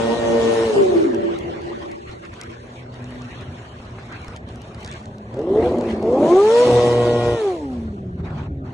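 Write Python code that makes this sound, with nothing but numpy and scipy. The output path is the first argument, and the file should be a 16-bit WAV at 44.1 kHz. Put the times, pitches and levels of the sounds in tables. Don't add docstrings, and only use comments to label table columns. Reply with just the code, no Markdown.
import sys
import numpy as np
from scipy import signal
from scipy.fft import rfft, irfft, next_fast_len
from scipy.io import wavfile
from scipy.ndimage import uniform_filter1d, map_coordinates

SR = 44100
rng = np.random.default_rng(int(sys.argv[2]) if len(sys.argv) > 2 else 0)


def boost(x):
    u = np.asarray(x, float) / 20
    return 10 ** u


def wrap_up_sound(samples):
    columns = np.atleast_2d(samples).T
    tamed = np.clip(columns, -1, 1)
    steps = np.round(tamed * 32767).astype(np.int16)
    wavfile.write(sys.argv[1], SR, steps)


N = 384993

PORTS = np.array([[.5], [-.5]])


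def unit(x):
    return x / np.sqrt(np.mean(x ** 2) + 1e-20)


def along(points, hz):
    f, v = np.transpose(points)
    return np.interp(np.log(hz + 1), np.log(f + 1), v)


def curves(rows):
    s, *cols = np.transpose(rows)
    return [np.interp(np.arange(N) / SR, s, c) for c in cols]


def wobble(rate):
    coarse = np.arange(0, N + 64, 64)
    knots = rng.standard_normal(int(N * rate / SR) + 4)
    return np.interp(np.arange(N), coarse, map_coordinates(knots, [coarse * rate / SR]))


def during(spans):
    t = np.arange(N) / SR
    return sum(np.clip((t - a) / .02 + .5, 0, 1) * np.clip((b - t) / .03 + .5, 0, 1) for a, b, *_ in spans)


def span_db(spans):
    return sum(db * during([(a, b)]) for a, b, db in spans)


def bump_db(events):
    return span_db([(s, s + length, db) for s, length, db in events])


def blurred(x, bins, frames):
    return uniform_filter1d(uniform_filter1d(x, size=bins, axis=-2), size=frames, axis=-1)


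def filtered(x, response):
    m = 2 * next_fast_len(N // 2 + SR // 4)
    return irfft(rfft(x, m) * response(np.fft.rfftfreq(m, 1 / SR)), m)[..., :N]


def resonance(f, centre_hz, width_hz):
    return 1j * f * width_hz / (centre_hz ** 2 - f * f + 1j * f * width_hz)


def causal(points):
    def response(hz):
        cep = irfft(np.log(boost(along(points, hz))))
        cep[1:len(hz) - 1] *= 2
        cep[len(hz):] = 0
        return np.exp(rfft(cep))
    return response


def tone(order, fired):
    return np.sin(np.pi / 2 * order * fired - np.arctan(order - 4) * 1.6 + .3 * wobble(18))


# pitch_hz, level_db
VOICE = [(120, -10), (215, -15), (300, -7), (380, 4), (490, 0), (640, -10.5), (870, -14), (1700, -28.5)]
# start_s, end_s
THROTTLE = [
    (5.36, 5.71),
    (6.03, 6.635),
]
# start_s, end_s, level_db
NULL = (-1, .33, -14)
# start_s, end_s, level_db
OVERRUN_DULL_DB = [(0, .68, -4.5), (.68, 1.9, -4.5), (7, 7.3, -8.5), (7.68, 8.2, -9.5)]


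def firing(hz, fired, effort_db, ragged_db):
    wide = during(THROTTLE)
    dull_db = span_db(OVERRUN_DULL_DB)
    shake_db = np.clip(0.19 * (ragged_db + 19), .6, 4) * wobble(22)
    level_db = effort_db + wide * along(VOICE, hz) + span_db([NULL]) + 4.0 + shake_db
    out = boost(level_db) * tone(4, fired)
    for k in range(2, 5):
        bark_db = along(VOICE, k * hz) + 5 - 4 * (k - 2)
        bark_db = bark_db - (k > 3) * 0.041 * np.maximum(k * hz - 1000, 0)
        muffled_db = -0.0348 * (k - 1) * hz - 9 * (k > 2) + dull_db
        shake_db = 2.5 + np.clip(0.22 * (ragged_db + 30.5), 1.5, 5) * wobble(35)
        out += boost(effort_db + wide * bark_db + (1 - wide) * muffled_db + shake_db) * tone(4 * k, fired)
    return out


# start_s, end_s, cycle_tones_db
LIMITER = [
    (-1, .72, -21),
    (6.662, 7.36, -16.5),
]
# cycle_multiple, level_db
CYCLE_IN = [(1, -21.5), (2, -12.5), (3, -12.5), (4, 0), (5, -11.5), (6, -21), (7, -19.5), (8, -14),
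            (9, -23.5), (10, -26.5), (11, -37), (12, -28), (13, -29.5), (14, -46.5), (15, -54)]
# cycle_multiple, level_db
CYCLE_OUT = [(1, -8.5), (2, -24), (3, -9.5), (4, 0), (5, -10.5), (6, -16.5), (7, -25), (8, -22), (9, -20),
             (10, -43.5), (11, -42.5), (12, -34), (13, -47.5), (14, -56), (15, -49.5)]


def uneven_cylinders(fired, effort_db):
    inside = np.arange(N) < 3 * SR
    uneven = boost(effort_db - 23) + sum(boost(db) * during([(a, b)]) for a, b, db in LIMITER)
    out = np.zeros(N)
    for (order, in_db), (_, out_db) in zip(CYCLE_IN, CYCLE_OUT):
        if order % 4:
            out += uneven * boost(np.where(inside, in_db, out_db) + 3 + 2.2 * wobble(16)) * tone(order, fired)
    return out


# cycle_multiple, start_s,
# end_s, level_db
PASSING_TONES = [(4, 8, 8.8, -36), (4, 0.1, 0.15, -24.5), (2, -2, .2, -24.5), (5, .17, 0.32, -26),
                 (2, 6.43, 7.3, -28), (5, 6.5, 6.65, -22), (6, 10, 7.58, -37), (8, 5, 7.46, -38.5),
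                 (6, 7.5, 7.83, -35), (8, 7.92, 8.12, -38), (12, 7, 7.75, -40), (2, 8.5, 9.7, -36),
                 (8, 8.5, 8.8, -34), (8, 5.5, 2.1, -43), (8, 3, 3.3, -36), (8, 5, 3.23, -48),
                 (12, 4.5, 3.25, -45), (4, -1, 2.1, -55)]


def passing_tones(fired, ragged_db):
    out = sum(boost(db) * during([(a, b)]) * np.sin(np.pi / 2 * int(order + .5) * fired)
              for order, a, b, db in PASSING_TONES)
    return out * boost(.03 * ragged_db)


# pitch_hz, level_db
PIPE = [(40, -52), (120, -9), (240, 2.5), (350, 5), (470, 4.5), (620, 4.5), (900, -7), (1150, -14),
        (1500, -34.5), (4000, -55)]


def rasp(hz, fired):
    at = np.flatnonzero(np.diff(np.floor(fired)))
    pulses = np.zeros(N)
    pulses[at] = rng.standard_normal(4000)[:len(at)] * np.sqrt(SR / hz[at])
    turbulence = .8
    mixed = np.sqrt(1 - turbulence) * pulses + np.sqrt(turbulence) * rng.standard_normal(N)
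    return unit(filtered(mixed, causal(PIPE)))


# cycle_multiple, level_db
GEARS = [(17, -40), (18, -39), (20, -37), (21, -39), (22, -38), (24, -37), (25, -33), (26, -33), (28, -37),
         (29, -37), (30, -38), (32, -37), (34, -39)]


def gears(fired, speed_db):
    whine_db = -41 + 11 * np.minimum(speed_db, -.4) + 6.0 + 1.0 * wobble(24)
    out = boost(whine_db) * tone(16, fired)
    revs_db = 4.75 * speed_db
    return out + sum(boost(db + revs_db - 13.5 + 3 * wobble(12)) * tone(order, fired) for order, db in GEARS)


# start_s, firing_rate_hz, effort_db, raggedness_db (relative to the effort) # held
HELD = [(0, 454.6, -18.5, -10.5), (.11, 466.5, -18, -9), (.4, 458.3, -18.5, -11),
        (.66, 455.1, -18.5, -12.5), (.75, 410, -16.5, -6), (.89, 367.6, -19, -6), (1.0, 325, -20, -10.5),
        (1.14, 232.9, -32.5, -6), (1.4, 169.5, -45, 8.5)]
ROLLING = [(1.8, 123.3, -57, 13.5), (2.2, 115.2, -59, 6), (2.67, 121.6, -44, 0), (3.191, 124.6, -40, -6),
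           (3.299, 119.4, -48.5, 0), (4.63, 115.7, -46.5, 0.5), (5.279, 104.4, -50, 6.5)]
BLIP = [(5.376, 130.1, -32, -2), (5.45, 170.5, -34, 5), (5.562, 212.9, -23, -1), (5.68, 251.9, -23.5, 0.5),
        (5.759, 247.4, -28.5, 3.5), (5.914, 228.9, -26, -1), (6.009, 199.7, -35.5, 9)]
CLIMB = [(6.056, 216.3, -26.5, 1), (6.204, 283.8, -19.5, 0.5), (6.35, 369.3, -15.5, -4.5),
         (6.462, 431.2, -15.5, -20.5), (6.53, 463, -15, -17), (6.629, 494.5, -11, -17),
         (6.679, 487.5, -16, -1), (6.75, 484, -14.5, -9.5), (7.34, 475, -22.5, -7.5)]
FALL = [(7.38, 457.3, -24, -9.5), (7.48, 388.3, -19, -19), (7.59, 311.1, -32, -5), (7.672, 269, -30.5, -13),
        (7.786, 234, -29.5, -12), (8.022, 190.9, -40, -30), (8.34, 152.4, -46, -6), (8.73, 126.2, -46, -12)]


def engine():
    hz, effort_db, ragged_db = curves(HELD + ROLLING + BLIP + CLIMB + FALL)
    hz = uniform_filter1d(hz, size=1500)
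    fired = np.cumsum(hz) / SR
    speed_db = 20 * np.log10(hz / 480)
    out = firing(hz, fired, effort_db, ragged_db)
    out += uneven_cylinders(fired, effort_db) + passing_tones(fired, ragged_db) + gears(fired, speed_db)
    out += boost(effort_db + ragged_db + 0.81 * wobble(12)) * rasp(hz, fired)
    load_db = uniform_filter1d(effort_db, size=7000) + 15.0
    return out, fired, load_db, speed_db


# start_s, peak_db
STUMBLES = [(0.69, -12), (0.758, -7.5), (0.807, -14), (0.848, -13), (0.888, -10.5), (0.92, -18),
            (0.951, -9), (1.07, -15.5), (1.129, -13.5), (1.174, -23.5), (1.198, -28.5), (1.231, -17),
            (1.33, -30.5), (1.384, -25), (1.436, -21)]


def stumble(load_db):
    t = np.arange(2 * SR) / SR
    rise_s, fall_s = 0.0054, 0.017
    puffs = np.zeros(len(t))
    for s, db in STUMBLES:
        slope_s = np.where(t < s + rise_s, rise_s, fall_s)
        puffs += boost(db) * np.exp(-((t - s - rise_s) / slope_s) ** 2)
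    puffs = np.pad(puffs, (0, N - len(t))) * boost(6.0 - load_db)
    return 1 + during([(.68, 1.3)]) * (0.48 - 1 + 0.67 * np.minimum(puffs, 1.5))


# pitch_hz, t60_s
TUNNEL = [(100, 6), (350, 1.6), (700, 4.17), (1200, 10.3), (2500, 3.8), (8000, 0.84)]
# start_s, level_db
WALLS = [(0, -5.5), (.7, -1), (1.2, -10.5), (5, -13), (5.7, -8), (6.1, -6), (6.5, -37), (8.73, -7.5)]
# pitch_hz, left_right_likeness
ECHO_ALIKE = [(60, 0.86), (170, 0.34), (350, 0.54), (520, -0.58), (750, -1.035), (1100, -0.59),
              (1600, -0.59), (3000, -1.3)]
# pitch_hz, width_hz, level_db
CROSS = [(243, 15, 2.5), (344.3, 35, 7), (574.6, 7.9, 8.5)]


def tunnel(x):
    hz, t, z = signal.stft(rng.standard_normal((2, 2 * SR)), SR, nperseg=256)
    turn = np.arccos(np.clip(along(ECHO_ALIKE, hz), -1, 1))[:, None] / 2
    mid, side = np.cos(turn) * z[0], np.sin(turn) * z[1]
    decay = boost(-60 * t / along(TUNNEL, hz)[:, None])
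    tail = signal.istft(np.array([mid + side, mid - side]) * decay, SR, nperseg=256)[1]
    x = x * (0.43 + 0.62 * wobble(60))
    held = np.concatenate([x[:SR // 2], x[:SR // 2], x])
    sent = held * boost(np.pad(curves(WALLS)[0], (SR, 0), "edge"))
    echo = signal.fftconvolve(sent[None], tail / np.linalg.norm(tail[0]), axes=1)[:, SR - 700:][:, :N]
    behind = np.interp(np.arange(N) / SR, [3.5, 5], [0, .75])
    echo = echo + behind * (echo.mean(axis=0) - echo)
    echo = echo * boost(3.0 * wobble(14) - 1.0)
    return filtered(echo, lambda f: 1 + sum(boost(db) * resonance(f, c, w) for c, w, db in CROSS))


def mouth(load_db):
    def arch(f):
        modes = [(232, 14, -9), (350, 26, -3)]  # Hz, width Hz, dB
        hum = sum(boost(db) * np.sqrt(SR / np.pi / w) * resonance(f, c, w) for c, w, db in modes)
        return hum / (1 + (f / 650) ** 4)
    ring = filtered(rng.standard_normal(N), arch)
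    return ring * during([(5.5, 6.26)]) * boost(0.49 * load_db - 16.5)


# pitch_hz, left_right_likeness
ALIKE = [(60, 1), (350, 0.97), (550, 0.85), (850, 0.53), (1300, 0.33), (1900, 0.44), (3000, 0.014),
         (5500, -0.0035), (7000, 0.79), (9000, 0.53), (11000, 0.47)]


def rush(spectrum, lo_hz, hi_hz, patchy_db, alike=ALIKE):
    z = signal.stft(rng.standard_normal((2, N + 512), dtype=np.float32), nperseg=512)[2]
    field = blurred(rng.standard_normal(z.shape[1:]), 5, 8)
    pair = signal.istft(z * boost(patchy_db * unit(field)), nperseg=512)[1][:, :N]

    def spread(hz):
        edges = np.sqrt((1 + (lo_hz / (hz + 1)) ** 6) * (1 + (hz / hi_hz) ** 6))
        turn = np.arccos(np.clip(along(alike, hz), -1, 1)) / 2
        return boost(along(spectrum, hz)) / edges / (1 + (hz / 11400) ** 16) * [np.cos(turn), np.sin(turn)]
    mid, side = filtered(pair, spread)
    return unit(np.array([mid + side, mid - side]))


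# pitch_hz, level_db_per_hz
BUFFET = [(12, -52), (20, -28.5), (75, 2), (222, -9), (259, -11), (330, -14), (397, -7.5), (420, -21),
          (600, -14.5), (780, -15), (1320, -120)]
# start_s, length_s, level_db
SWELLS = [(.76, 0.32, 5), (1.122, .22, 1), (1.4, 0.11, 5), (1.952, 0.11, -2), (2.51, 0.39, -4),
          (3.306, 0.24, 5), (4.895, 0.088, 2), (5.498, .2, 2.5), (6.197, 0.073, 5), (6.845, 0.42, -2.5),
          (7.75, .3, 1), (8.206, .22, 3.5)]
# times_s, then offsets_db added to the load; sooner in the open
DUCK_FROM = ([1.2, 6.2, 7.3], [6, 6, 17])


def thumps(load_db):
    t = np.arange(N) / SR
    limited = during(LIMITER)
    excess_db = np.clip(uniform_filter1d(load_db, size=9000) + np.interp(t, *DUCK_FROM), 0, 12)
    duck_db = -1.5 * (1 - limited) * excess_db
    buffet = np.hypot(boost(-44.5 + 1.7 * (t - 1.5) + duck_db), boost(-41) * limited)
    swell_db = 1.5 + bump_db(SWELLS) + 0.59 * wobble(16) + wobble(6.7)
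    return buffet * boost(swell_db) * rush(BUFFET, 25, 500, patchy_db=1.0)


# pitch_hz, level_db_per_hz
RUSH = [(180, -25), (300, -9), (378, -4.5), (420, -5.5), (537, -27.5), (617, -10.5), (719, -8), (2140, -14),
        (4260, -22.5), (4890, -26), (5700, -25.5), (8240, -31.5), (11700, -28.5), (15200, -69.5),
        (22000, -120)]
# start_s, level_db
WIND = [(0, -47.5), (1.9, -49.5), (2.05, -54.5), (2.4, -54), (2.9, -53), (3.32, -51.5), (3.7, -54),
        (4.37, -49.5), (4.4, -57.5), (4.85, -50.5), (4.98, -52), (5.03, -57.5), (5.3, -59), (5.6, -48),
        (7.5, -60), (8.14, -105), (8.73, -103)]
# start_s, length_s, level_db
GUSTS = [(1.308, 0.12, 1.5), (2.068, 0.076, 6), (2.224, 0.049, 6.5), (2.326, 0.15, 5), (2.493, 0.063, 5.5),
         (3.292, 0.15, 3), (3.941, 0.071, 2), (4.12, 0.051, 3.5), (4.47, 0.043, 4), (4.82, 0.17, 1),
         (5.319, .1, 3), (5.448, 0.12, -3.5), (5.715, 0.12, -0.5), (5.883, 0.056, 2.5), (5.932, 0.12, -1)]
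# start_s, length_s, level_db
SLAPS = [(8.18, 0.037, -57.5), (8.237, 0.24, -52.5), (8.252, 0.016, -56), (8.377, 0.018, -59),
         (8.646, .12, -56)]


def air(fired, load_db, speed_db):
    puff_db = bump_db(GUSTS) - 1.5
    squall = sum(boost(db) * during([(s, s + length)]) for s, length, db in SLAPS)
    steady = boost(curves(WIND)[0])
    lull_db = -20 * np.interp(np.arange(N) / SR, (2.0, 2.35, 3.0), [0, 1, 0])
    gust = wobble(7) + 1.5 * wobble(15)
    cycle = 1 + 0.12 * np.cos(2 * np.pi * fired / 4)

    def wind_db(squall_db):
        return 20 * np.log10(steady + squall * boost(squall_db)) + 55 + puff_db

    def level(blown_db, limiter_db, per_effort, per_revs, over_db, per_gust):
        driven_db = limiter_db + per_effort * load_db + per_revs * speed_db + .5 * gust + 0.49 * puff_db
        return np.hypot(boost(driven_db), boost(over_db - 55.5 + per_gust * blown_db))

    roar = level(wind_db(10.5) + lull_db + 0.51 * gust,
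                 limiter_db=-31.5, per_effort=0.75, per_revs=1.5, over_db=4.5, per_gust=0.62)
    roar = roar * boost(1.0) * rush(RUSH, 390, 1170, patchy_db=1.0)
    clatter = level(wind_db(0) + 0.063 * lull_db + 0.44 * gust,
                    limiter_db=-48, per_effort=0.85, per_revs=-0.5, over_db=0.5, per_gust=1.47)
    clatter = clatter * boost(5.5) * cycle * rush(RUSH, 994, 5100, patchy_db=4.0)
    hiss = level(wind_db(-18.5) + 2.6 * gust,
                 limiter_db=-41, per_effort=0.98, per_revs=1.17, over_db=-12, per_gust=0.53)
    hiss = hiss * boost(7.5 + 0.64 * wobble(30)) * cycle * rush(RUSH, 3170, 9640, patchy_db=2.5)
    return roar + clatter + hiss


def cracks(events, colour, t60):
    out, t = np.zeros((2, N + SR)), np.arange(SR // 20) / SR
    for s, db in events:
        crack = rng.standard_normal(len(t)) * boost(-60 * t / t60)
        out[:, round(s * SR):][:, :len(t)] += boost(db) * crack
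    return filtered(out[:, :N], causal(colour))


# start_s, peak_db
TICKS = [(1.146, -31.5), (1.388, -34.5), (1.6184, -43.5), (1.9155, -36), (2.1132, -41), (2.252, -41),
         (2.3387, -39), (2.4125, -34), (2.4354, -34.5), (2.5152, -46.5), (2.942, -38), (3.0425, -38),
         (3.1068, -40.5), (3.1901, -51), (3.219, -38), (3.245, -45), (3.4106, -41.5), (3.909, -48),
         (3.9958, -54), (4.124, -39.5), (4.2169, -42), (4.2457, -38.5), (4.2817, -34), (4.363, -33),
         (4.3714, -41.5), (4.4887, -38), (4.5231, -47), (4.558, -40), (4.6179, -38.5), (4.7463, -38),
         (4.8058, -41), (4.8114, -44), (4.831, -38.5), (4.847, -28), (4.8614, -33.5), (4.8762, -32),
         (4.8894, -41.5), (4.9142, -33), (4.9255, -33), (4.9383, -39), (4.9524, -41), (5.0285, -49),
         (5.0569, -39), (5.1831, -42.5), (5.3423, -37.5), (5.3707, -49.5), (5.391, -39), (5.4154, -42.5),
         (5.7848, -34), (5.81, -33), (5.9007, -39.5), (5.913, -36.5), (6.027, -39)]
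# start_s, peak_db
SNAP = [(2.4138, -19.5)]
# start_s, peak_db
PUFFS = [(2.093, -28), (2.332, -30), (3.8, -28), (3.985, -24), (4.117, -26), (4.282, -23.5), (5.173, -39.5),
         (5.286, -40), (8.064, -56), (8.103, -47), (8.304, -26), (8.52, -62), (8.549, -54), (8.61, -53)]


def ticks():
    plastic = [(300, -7.5), (1500, 2.5), (4000, 4.5), (7000, 0.5), (10000, -8), (14000, -13)]
    chip = [(1000, -19), (3000, -1), (5000, 1), (7000, 3), (11000, -9), (15000, -16)]
    slap = [(100, 15), (700, 4.5), (2000, -3.5), (5000, -29.0), (12000, -33.5)]
    rattles = boost(1.5) * cracks(TICKS, plastic, t60=0.011)
    return rattles + cracks(SNAP, chip, t60=0.0037) + cracks(PUFFS, slap, t60=0.032)


def verges():
    level_db = np.interp(np.arange(N) / SR, [7.4, 7.75, 8.2], [-50, -51, -53]) + 0.89 * wobble(4.9)
    return boost(level_db) * rush(RUSH, 610, 1400, patchy_db=7.5, alike=[(400, -0.68), (1000, -0.88)])


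# pitch_hz, left_minus_right_db
LEAN = [(500, 0), (800, 2.5), (1050, 5), (1400, 1.5), (2300, 0), (3400, -3), (4300, 2), (6000, 0)]
# start_s, left_minus_right_db
LEFTWARD = [(0, 1), (.45, 1.5), (.9, 0), (1.4, 0)]


def scene():
    exhaust, fired, load_db, speed_db = engine()
    direct = filtered(exhaust * stumble(load_db), lambda hz: boost(PORTS * along(LEAN, hz)))
    around = tunnel(exhaust) + mouth(load_db) + thumps(load_db) + air(fired, load_db, speed_db)
    return boost(PORTS * curves(LEFTWARD)[0]) * (direct + around + ticks() + verges())


# pitch_hz, side_lift_db
WIDTH = [(300, 0), (700, 1.5), (1300, 2), (2400, 1.5), (4000, -.5), (8000, 0), (11500, 2)]
# pitch_hz, level_db
GATE = [(300, -8), (700, -4), (1400, -4), (2600, -8), (4350, -9), (4650, 4), (5250, 5), (5600, -10),
        (9600, -13), (10200, 5)]
# pitch_hz, level_db
NARROW = [(60, -17), (800, -11), (1100, -20), (3000, -30)]


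def dropouts(left, right):
    hz, _, z = signal.stft(np.array([left + right, left - right]) / 2, SR, nperseg=1024)
    z[1] *= boost(along(WIDTH, hz))[:, None]
    power = abs(blurred(abs(z) ** 2, 5, 3)) + 1e-20
    total = power.sum(axis=(0, 1))
    loud = total / (total + boost(-56))
    f = hz[:, None]
    flicker_db = 3.5 * unit(blurred(rng.standard_normal(z.shape[1:]), 9, 3))
    flicker_db -= loud * (2.5 * (f < 3000) + 8 * (abs(f - 5000) < 1000))
    z[0] /= 1 + (boost(2 * along(GATE, f) + 2 * flicker_db) * power[1] / power[0]) ** 8
    attack = np.maximum(np.gradient(np.log(power[0, hz > 6000].sum(axis=0))), 0)
    opening = uniform_filter1d(rng.standard_normal(z.shape[2]), size=3) * np.sqrt(3) + 3 * attack
    opening -= .15 * loud
    z[0, hz > 10150] *= opening > .45
    z[0] *= (f < 9300) | (flicker_db / 3.5 + opening + .8 * loud > -.6)
    z[1] /= 1 + (boost(2 * along(NARROW, f) + flicker_db) * power[0] / power[1]) ** 4
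    return signal.istft(z, SR, nperseg=1024)[1][:, :N]


# pitch_hz, left_lead_radians
LEAD = [(700, 0), (1100, .4), (1900, .4), (2300, -.9), (2800, -2.2), (3500, -2.1), (4400, -.9), (5500, 0)]


def roll_off(x):
    return signal.sosfilt(signal.butter(12, 11870, fs=SR, output="sos"), x)


def record(dry):
    ceiling = .72
    dry = dry / (1 + abs(dry / ceiling) ** 4) ** (1 / 4)
    left, right = filtered(dry, lambda hz: np.exp(1j * PORTS * along(LEAD, hz)))
    mid, side = dropouts(left, right)
    return roll_off(np.array([mid + side, mid - side]))


dry = scene()
out = record(dry)
wrap_up_sound(out)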